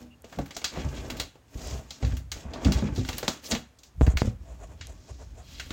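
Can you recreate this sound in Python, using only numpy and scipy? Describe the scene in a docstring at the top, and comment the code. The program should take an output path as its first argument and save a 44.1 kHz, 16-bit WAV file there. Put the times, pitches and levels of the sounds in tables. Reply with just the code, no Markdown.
"""A large dog shifts about on a wooden floor in a small room, close to a hand-held camera.
Its hard claws click in brief impacts, while its soft pads excite the low modes of the boards.
Sliding friction makes the paws scuff and, between steps, fur and fabric brush and swish.
Tiny ticks sound close by. The camera rumbles softly in the hand and is bumped a few times,
its case conducting the vibration to the microphone. Quiet air and a faint whine lie beneath."""
import sys
import numpy as np
from scipy import signal
from scipy.io import wavfile
from scipy.ndimage import uniform_filter1d

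SR = 44100
rng = np.random.default_rng(int(sys.argv[2]) if len(sys.argv) > 2 else 0)


def materialize(psi):
    """Save the field psi as 16-bit PCM at rate SR to the path in sys.argv[1].

    A 1-D psi becomes a single channel; in a 2-D psi each row is a channel.
    """
    bounded = np.clip(np.atleast_2d(psi).T, -1, 1)
    quanta = np.round(bounded * 32767).astype(np.int16)
    wavfile.write(sys.argv[1], SR, quanta)


N = 252546
TIME = np.arange(N) / SR
BAND_LIMIT_HZ = 16200

# Reverberation of the room. Each row: frequency in Hz, 60 dB decay time in seconds.
ROOM_DECAY = [(100, 0.21), (500, 0.2), (2000, 0.34), (5000, 0.25), (9000, 0.32), (15000, 0.22)]
# Partials of the whine. Each row: frequency in Hz, rms level in dB.
WHINE_PARTIALS = [(6604, -89), (14716, -96)]
# Spectra of the noise sources. Each row: frequency in Hz, relative spectral density in dB.
AIR_SPECTRUM = [(25, -43), (65, 8), (200, -7), (600, -12), (1500, -18), (4000, -25), (7000, -27),
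                (10000, -34), (16000, -35)]
RUMBLE_SPECTRUM = [(15, -61), (30, -22), (48, 5), (64, 3.5), (90, -5), (140, -12), (250, -24.5), (600, -61)]
RUB_SPECTRUM = [(70, -10.5), (150, -3), (260, 3.5), (550, -3.5), (900, -8), (1400, -14), (2500, -19.5),
                (5000, -49.5)]
HISS_SPECTRUM = [(700, -36), (1500, -2), (2800, 4), (4400, 0.5), (5500, 2.5), (6900, 4), (8200, -4),
                 (10000, -30), (14000, -71)]
FIZZ_SPECTRUM = [(6000, -40), (9000, -1.5), (11500, -4), (13500, 1), (15000, 3), (16500, -4.5)]
CLAW_SPECTRUM = [(100, 7), (280, 8), (600, 9), (1000, 4.5), (1600, 6), (2800, 1), (3700, -0.5), (4350, 1),
                 (5200, -4), (6800, -1.5), (8500, -13), (11000, -16), (15000, -9), (16500, -6)]
SWISH_SPECTRUM = [(150, -16), (350, 0.5), (650, 2.5), (1100, -8), (1700, -14), (3000, -17), (5000, -20),
                  (7000, -2.5), (8200, -12.5), (10000, -22.5), (15000, -30.5)]
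# Shifts of the grip on the camera. Each row: start in seconds, length in seconds, level in dB.
GRIP_SHIFTS = [(0.723, 0.44, -39.5), (1.615, 0.12, -37.5), (2.138, 0.89, -44.5), (2.64, 0.2, -40),
               (3.012, 0.1, -41.5), (3.937, .35, -36), (4.375, 0.57, -45), (5.15, 0.59, -47)]
# Strokes of fur and fabric, one for each shift of the body.
# Each row: start, length and rise time in seconds, then relative levels of rub, hiss and fizz in dB.
BRUSH_STROKES = [(-.05, 0.041, .03, -52.5, -60.5, -68), (0.232, 0.79, 0.067, -56.5, -60.5, -71),
                 (0.712, .47, 0.025, -44, -56, -71), (1.429, 0.31, 0.25, -48.5, -51.5, -61),
                 (1.79, .19, .05, -59, -61, -74), (1.992, .13, 0.028, -49, -55, -69),
                 (2.325, 0.049, 0.039, -51, -51, -69), (2.39, 0.37, 0.16, -44, -66, -88),
                 (2.6, 0.17, 0.046, -39.5, -46.5, -65), (2.817, 0.084, .02, -43, -58, -79),
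                 (2.905, 0.077, 0.097, -42.5, -49, -67), (3.028, 0.28, 0.05, -48, -47.5, -60),
                 (3.417, 0.093, .03, -49.5, -49.5, -52), (4.164, 0.062, .012, -50, -49.5, -67),
                 (4.38, 0.99, 0.048, -63.5, -70, -83), (5.39, 0.41, 0.13, -58, -60, -65.5)]
# Modes of the floor. Each row: frequency in Hz, relative level in dB, 60 dB decay time in seconds.
FLOOR_MODES = [(55.4, -24, 0.18), (65.7, 1, 0.18), (84.76, 0.5, 0.11), (109.2, -2.5, 0.1),
               (140.4, -3.5, 0.18), (160.3, -4, 0.081), (204, -4, 0.18), (250, -2.5, 0.15),
               (275, -23, 0.19), (324, -9.5, 0.11), (384.5, -10.5, 0.091), (472.5, -9.5, 0.084),
               (559.5, -11.5, 0.082), (677, -16, 0.04), (791, -23.5, 0.19)]
# Pad landings. Each row: start in seconds, relative peak in dB, upper-mode gain in dB, decay-time factor.
PAD_LANDINGS = [(.008, -40, 12, 3.3), (0.24, -43.5, 21, 0.66), (0.371, -28.5, 4, 1.7),
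                (.388, -20.5, 5.5, 0.87), (0.773, -24, 11, 1.8), (.848, -19.5, -14, 1.3),
                (1.553, -24.5, -14, 0.98), (1.722, -26, -16, 2.4), (2.026, -17, -5, 0.68),
                (2.042, -16.5, -16.5, 2.4), (2.126, -18.5, -16.5, 1.36), (2.363, -30, 8, 0.16),
                (2.453, -26.5, -5, 0.29), (2.653, -7.5, -5, 0.92), (2.668, -14, 4, 1),
                (2.682, -12, 5, 0.81), (2.753, -16, -20, 1.55), (2.824, -15.5, 2.5, 1.2),
                (2.922, -22, -16, 0.87), (2.976, -17.5, -6.5, 1.54), (3.132, -31.5, 2, 1.1),
                (3.229, -28, 19, 0.32), (3.281, -16.5, 23.5, 0.5), (3.524, -18, 10.5, 1.04),
                (3.574, -34.5, -10, 0.66), (4.228, -21.5, 4, 0.57), (4.246, -15.5, -5, .27),
                (4.273, -15, -2.5, 0.46), (4.802, -34, -45, 3.1), (5.104, -30.5, -23, 1.3),
                (5.661, -33.5, -7, 0.83), (5.707, -24.5, 2, 0.19)]
# Hard ticks close by. 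Each row: start in seconds, peak level in dB, centre frequency in Hz.
HARD_TICKS = [(0.2212, -40.5, 10300), (1.673, -32.5, 7400), (3.1824, -18.5, 15000), (3.2804, -14, 2270),
              (4.0662, -37, 2020), (4.1729, -17, 1980), (4.8703, -28, 7100), (5.707, -23, 3040)]
# Claw impacts. Each row: start in seconds, relative level in dB, relative gains of woody body,
# clack and treble edge in dB, resonance of the nail in Hz.
CLAW_IMPACTS = [(0.2431, -35, 1.5, -15, -20, 2830), (.3257, -35, -6.5, -1, -16, 1460),
                (0.3864, -20, 7, -7, -17, 1810), (0.4587, -38.5, -10, -9, -10, 1700),
                (0.507, -34.5, -18, -9.5, -22, 2060), (0.5653, -24.5, -11.5, -15, -16, 6300),
                (0.616, -34.5, -6, -10, -22, 2170), (0.6427, -17, -23.5, -13.5, -22, 4640),
                (1.1009, -24.5, -14, -12.5, -16, 2560), (1.1687, -36, -27, -17, -9, 2790),
                (1.1981, -19, -17, -15, -17.5, 3880), (1.3544, -41.5, 5, -6, -19, 2580),
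                (1.9059, -29, -19, -16.5, -21, 4930), (2.026, -25.5, 2.5, -13, -33, 2250),
                (2.0476, -31.5, -20, -5.5, -31, 3740), (2.1678, -34.5, -27, -8.5, -10, 6900),
                (2.3167, -23, -23.5, -12, -19, 6600), (2.5347, -30.5, -8.5, -17, -27, 3710),
                (2.6469, -23, -15, -12.5, -24, 2500), (2.7208, -21, -21, -11.5, -17.5, 5050),
                (2.96, -33.5, -34, -17, -26, 4340), (3.049, -32.5, -12, -6, -23, 4230),
                (3.0874, -21.5, -9.5, -7.5, -16, 3440), (3.1298, -30, -16, -8, -20, 2800),
                (3.182, -25, -19, -10, -7, 4370), (3.2288, -22, -3.5, -9, -30, 1740),
                (3.2793, -16, -16, -27.5, -22.5, 1530), (3.5115, -19, -13, -20, -22, 6450),
                (3.5189, -19, -16, -7.5, -36, 4270), (3.5496, -20.5, -7.5, -8.5, -29, 3370),
                (3.7868, -46.5, -35, -49, -17, 6800), (3.8329, -41, -35, -20.5, -15, 5640),
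                (4.0652, -25, -3.5, -2.5, -18, 1940), (4.1705, -21.5, -15, -8.5, -17, 2080),
                (4.8106, -33, -24, -9, -51, 2180), (5.5974, -26.5, -26, -7, -24, 2640),
                (5.7053, -30, -20, -4, -22, 3500)]
# Paw slides. Each row: midpoint in seconds, level in dB, length in seconds, centre frequency in Hz.
PAW_SLIDES = [(.552, -50, .018, 5500), (0.692, -45.5, .033, 4500), (0.789, -44, 0.11, 2030),
              (0.978, -48, 0.079, 2930), (1.197, -50.5, .07, 4300), (1.68, -47, 0.16, 5570),
              (1.945, -51.5, 0.077, 5000), (2.12, -50.5, 0.031, 1760), (2.613, -49.5, 0.15, 690),
              (2.794, -45.5, 0.06, 3440), (2.872, -45, 0.037, 1860), (2.996, -45.5, 0.047, 3960),
              (3.464, -40.5, 0.039, 4950), (3.863, -61.5, .063, 6030), (4.204, -41.5, .04, 4460),
              (4.847, -54, 0.097, 3380), (5.117, -61.5, 0.34, 5350), (5.58, -50.5, 0.23, 3600)]
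# Soft swishes. Each row: midpoint in seconds, level in dB, length in seconds, treble gain in dB.
SOFT_SWISHES = [(0.787, -39, 0.1, -25), (0.987, -52.5, 0.17, -2), (1.702, -44, 0.21, -10),
                (1.75, -57, 0.067, -28), (2.576, -43, 0.24, -28), (3.513, -37.5, 0.021, 8),
                (4.04, -39, 0.047, -4), (4.11, -38.5, 0.039, -5.5), (4.514, -50, 0.096, -7.5),
                (4.63, -47, 0.056, -8.5), (4.718, -50, 0.057, -9), (4.905, -51, 0.067, -4),
                (5.103, -45.5, 0.035, -7), (5.22, -45.5, 0.045, -11), (5.397, -47.5, 0.064, -7)]
# Bumps on the camera. Each row: start in seconds, peak of the push in dB, contact time in seconds,
# then rebound and rocking in dB relative to the push.
CASE_BUMPS = [(2.8243, -20, .0003, -21, -25), (4.0111, -7.5, 0.00052, -0.5, 2.5),
              (4.074, -13.5, 0.0024, 4.5, 5), (4.138, -21, .012, -8, 9.5), (4.2191, -7, 0.00023, -26, -10)]


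def amp(db):
    """Amplitude grows tenfold for every 20 dB."""
    return 10 ** (np.asarray(db) / 20)


def unit(x):
    """Normalisation sets the rms to 1."""
    return x / np.sqrt(np.mean(x ** 2) + 1e-20)


def curve_at(points, hz):
    """Interpolation follows a curve along a logarithmic frequency axis."""
    f, value = np.transpose(points)
    return np.interp(np.log(hz + 1), np.log(f + 1), value)


def add(mix, start, sound):
    """Superposition: a sound adds to the mix from its start in seconds."""
    part = mix[max(round(start * SR), 0):][:len(sound)]
    part += sound[:len(part)]


def butterworth(x, order, hz, kind):
    """A Butterworth filter has a maximally flat passband."""
    return signal.sosfilt(signal.butter(order, hz, kind, fs=SR, output="sos"), x)


def colour(x, spectrum):
    """A minimum-phase filter takes its phase from the Hilbert transform of its log gain."""
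    log_gain = np.log(amp(curve_at(spectrum, abs(np.fft.fftfreq(N if x is None else len(x), 1 / SR)))))
    return np.fft.ifft(np.fft.fft(x) * np.exp(np.conj(signal.hilbert(log_gain)))).real


def swell(start, length, rise_s, release_s):
    """The envelope of friction follows the motion, which gathers speed, holds and comes to rest."""
    t = TIME - start
    rise = np.sin(np.pi / 2 * np.clip(t / rise_s, 0, 1)) ** 2
    return rise * np.exp(-(np.maximum(t - length, 0) / release_s) ** 2)


def bell(middle, length):
    """A Gaussian envelope spans the given length between its 1/e points."""
    return np.exp(-(2 * (TIME - middle) / length) ** 2)


def diffuse_tail(t, rise_s):
    """A diffuse field builds up, then decays exponentially at a rate that depends on frequency."""
    hz, frame_s, bands = signal.stft(rng.standard_normal(len(t)), SR, nperseg=256)
    decay = amp(-60 * frame_s / curve_at(ROOM_DECAY, hz)[:, None])
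    return signal.istft(bands * decay, SR, nperseg=256)[1][:len(t)] * np.minimum(t / rise_s, 1)


def room(x, early_db, early_s, tail_db):
    """Convolution adds early reflections from the furniture and the room's reverberant tail."""
    t = TIME[:SR // 2]
    early = rng.standard_normal(len(t)) * np.exp(-t / early_s) * (t > .001)
    tail = diffuse_tail(t, rise_s=0.042)
    echo = amp(early_db) * early / np.linalg.norm(early) + amp(tail_db) * tail / np.linalg.norm(tail)
    return x + signal.fftconvolve(x, echo)[:len(x)]


def burst(length_s, early_db, early_s, tail_db):
    """A brief contact radiates broadband noise, followed by early scatter and reverberation."""
    t = TIME[:SR // 2]
    envelope = np.exp(-(t / length_s) ** 2) + amp(early_db) * np.exp(-t / early_s)
    tail = diffuse_tail(t, rise_s=0.0052)
    return envelope * rng.standard_normal(len(t)) + amp(tail_db) * tail


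def friction(spectrum, slips_per_s, spread_db, smooth_db):
    """Stick-slip friction: tiny uneven slips each give a puff of a few ms over a smooth hiss."""
    slips = (rng.random(N) < slips_per_s / SR) * amp(spread_db * np.minimum(rng.exponential(1, N), 4))
    power = signal.lfilter([1], [1, -np.exp(-1 / (0.0039 * SR))], slips ** 2)
    grains = unit(np.sqrt(power) * rng.standard_normal(N))
    direct = colour(grains + amp(smooth_db) * rng.standard_normal(N), spectrum)
    echo = room(direct, early_db=-2, early_s=.009, tail_db=-10) - direct
    return unit(direct + butterworth(echo, 1, 2000, "low"))  # wood gives back mostly the lows


def ambience(air_db=-60, waver_hz=6):
    """Random frequency modulation makes a faint whine waver over the broadband noise of room air."""
    drift = waver_hz * unit(uniform_filter1d(rng.standard_normal(N), size=2000))
    whine = sum(amp(db) * np.sqrt(2) * np.sin(2 * np.pi * np.cumsum(hz + drift) / SR)
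                for hz, db in WHINE_PARTIALS)
    return amp(air_db) * unit(colour(rng.standard_normal(N), AIR_SPECTRUM)) + whine


def hand_rumble(rest_db=-67):
    """Structure-borne noise from the hand on the camera swells whenever the grip shifts."""
    shifts = sum(amp(db) * swell(start, length, rise_s=0.053, release_s=0.088)
                 for start, length, db in GRIP_SHIFTS)
    return (amp(rest_db) + shifts) * unit(colour(rng.standard_normal(N), RUMBLE_SPECTRUM))


def brushing(rub_gain_db=1, grazes_per_s=14, graze_db=-10, graze_spread_db=3):
    """Friction of fur and fabric gives a dull rub, a hiss and a fizz; nails graze the floor at random."""
    power = sum((amp(levels)[:, None] * swell(start, length, rise, release_s=0.073)) ** 2
                for start, length, rise, *levels in BRUSH_STROKES)  # incoherent strokes add in power
    rub_envelope, hiss_envelope, fizz_envelope = np.sqrt(power)
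    touches = (rng.random(N) < grazes_per_s / SR) * amp(graze_spread_db * rng.standard_normal(N))
    graze = colour(burst(0.0016, early_db=0, early_s=0.025, tail_db=-5),
                   [(500, -16), (2500, -6), (7000, -2), (9000, -14.5), (16000, -14)])
    grazes = amp(graze_db) * unit(signal.fftconvolve(touches, graze)[:N])
    rub = amp(rub_gain_db) * friction(RUB_SPECTRUM, slips_per_s=500, spread_db=4.5, smooth_db=-3.5)
    hiss = friction(HISS_SPECTRUM, slips_per_s=700, spread_db=6.5, smooth_db=-1.5)
    fizz = friction(FIZZ_SPECTRUM, slips_per_s=490, spread_db=1.5, smooth_db=-6)
    return rub_envelope * rub + hiss_envelope * (hiss + grazes) + fizz_envelope * fizz


def pad_thumps(gain_db=-1, spot_db=2, knock_hz=170, rise_s=0.0039, slap_db=-19):
    """A soft paw excites the floor's damped modes; hard landings add upper modes and a dull slap."""
    out, t = np.zeros(N), TIME[:SR // 2]
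    hz, mode_db, t60 = np.transpose(FLOOR_MODES)[:, :, None]
    upper_share = 1 / (1 + (knock_hz / hz) ** 4)
    for start, db, knock_db, decay_factor in PAD_LANDINGS:
        strength, detune, side = rng.standard_normal((3, len(hz), 1))
        sign = np.where(hz > knock_hz / 2, np.sign(side), 1)  # upper modes change sign from spot to spot
        decay_db = 60 * t / (t60 * max(decay_factor, .2))
        envelopes = amp(mode_db + knock_db * upper_share + spot_db * strength - decay_db)
        modes = sign * envelopes * np.sin(2 * np.pi * hz * (1 + 0.0436 * detune) * t)
        boards = modes.sum(0) * (1 - np.exp(-t / rise_s))
        thump = room(boards, early_db=-5.5, early_s=0.0069, tail_db=-8)
        slap = colour(burst(0.0031, early_db=1, early_s=0.0079, tail_db=-5.5),
                      [(100, -23.5), (280, 4.5), (700, 0.5), (1400, 1), (4000, -26.5), (12000, -79)])
        landing = thump / abs(thump).max() + amp(slap_db + knock_db) * slap / abs(slap).max()
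        add(out, start, amp(db + gain_db) * landing / abs(landing).max())
    return out


def pad_squeak(start_s=.1, length_s=0.055, hz=2800, db=-60):
    """Stick-slip oscillation of a pad on the varnish gives a faint tone of unsteady pitch."""
    out, count = np.zeros(N), round(length_s * SR)
    pitch = hz * (1 + .05 * unit(uniform_filter1d(rng.standard_normal(count), size=40)))
    tone = np.sin(2 * np.pi * np.cumsum(pitch) / SR)
    add(out, start_s, amp(db) * tone * signal.windows.tukey(count, .5))
    return out


def ticks(edge_ratio=1.35):
    """Each very short snap excites its own resonant band; at close range the direct sound dominates."""
    out = np.zeros(N)
    for start, db, hz in HARD_TICKS:
        band_hz = [hz / edge_ratio, min(hz * edge_ratio, BAND_LIMIT_HZ)]
        snap = butterworth(burst(0.0005, early_db=-39, early_s=.005, tail_db=-40), 2, band_hz, "band")
        add(out, start, amp(db) * snap / abs(snap).max())
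    return out


def claw_clicks(gain_db=-2, chatter_s=0.0048, tap_height=9.9, ring_db=4, ring_octaves=0.39):
    """A nail strikes, rebounds and chatters; the resonances of nail and floor colour each impact."""
    out, hz = np.zeros(N), np.geomspace(60, 17000, num=120)
    for start, db, body_db, clack_db, edge_db, ring_hz in CLAW_IMPACTS:
        chatter = burst(chatter_s, early_db=6, early_s=0.017, tail_db=-4)
        tap_s = 0.0004 + chatter_s * np.sort(rng.random(3)) * [.2, .7, 1.1]
        chatter[(SR * tap_s).astype(int)] += tap_height * rng.choice([-1, 1], 3)
        chatter *= 1 - np.exp(-TIME[:len(chatter)] / (0.1 * chatter_s))  # the nail bites gradually
        tilt = curve_at([(600, body_db + 10), (1700, clack_db + 5), (3500, 0), (7500, 0.0015),
                         (11000, edge_db + 13)], hz)
        resonance = ring_db * np.exp(-(np.log2(hz / ring_hz) / ring_octaves) ** 2)
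        click = colour(chatter, np.c_[hz, curve_at(CLAW_SPECTRUM, hz) + tilt + resonance])
        onset_rms = np.sqrt(np.mean(click[:SR // 128] ** 2))
        add(out, start, amp(db + gain_db) * click / (2 * onset_rms))
    return out


def paw_scuffs(edge_ratio=1.32):
    """Sliding friction of a paw on the varnish gives a broad band of noise that swells and fades."""
    out = np.zeros(N)
    slide = friction([(300, -4), (1500, 4), (7000, 9), (9500, -8), (16000, -16)],
                     slips_per_s=340, spread_db=3.5, smooth_db=1)
    for middle, db, length, hz in PAW_SLIDES:
        scuff = butterworth(slide, 1, [hz / edge_ratio, hz * edge_ratio], "band")
        out += amp(db) * bell(middle, length) * unit(scuff)
    return out


def swishes(treble_hz=3500):
    """Light friction, as of fur or a sleeve, swells and fades, hollow below and airy on top."""
    out = np.zeros(N)
    stroke = friction(SWISH_SPECTRUM, slips_per_s=600, spread_db=4.5, smooth_db=-6)
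    treble = signal.sosfiltfilt(signal.butter(2, treble_hz, "high", fs=SR, output="sos"), stroke)
    for middle, db, length, treble_db in SOFT_SWISHES:
        out += amp(db) * bell(middle, length) * (stroke + (amp(treble_db) - 1) * treble)
    return out


def camera_bumps(spring_hz=70, rebound_s=0.00539, rock_hz=59, rock_decay_s=0.013, rock_delay_s=.0165):
    """The case conducts a push to the microphone, springs back and rocks as a damped oscillator."""
    out, t = np.zeros(N), TIME[:SR // 4]
    swing = np.sin(2 * np.pi * rock_hz * t) * np.exp(-t / rock_decay_s)
    for start, db, contact_s, rebound_db, rocking_db in CASE_BUMPS:
        progress = t / contact_s
        impact = progress * np.exp(-progress)
        lingering_force = (1 - np.exp(-progress)) * np.exp(-t / 0.0058)
        push = butterworth(impact + lingering_force, 2, spring_hz, "high")
        push = amp(db) * push / abs(push).max()
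        add(out, start, -push)
        add(out, start + rebound_s, amp(rebound_db) * push)
        add(out, start + rock_delay_s, amp(db + rocking_db) * swing)
    return out


def scene():
    """All sources superpose at one microphone; the paws' sounds reflect off furniture on the way."""
    paws = room(claw_clicks() + paw_scuffs() + pad_squeak(), early_db=-14, early_s=.003, tail_db=-26)
    mix = paws + pad_thumps() + camera_bumps() + ticks() + brushing() + swishes()
    return (mix + hand_rumble() + ambience())[None]


def record(dry):
    """The microphone acts as a high-pass on the deepest bass; a steep low-pass limits the band."""
    thinned = butterworth(dry, 2, 33, "high")
    low_pass = signal.firwin(511, BAND_LIMIT_HZ, window=("kaiser", 9), fs=SR)
    return signal.oaconvolve(thinned, low_pass[None], "same")


dry = scene()
out = record(dry)
materialize(out)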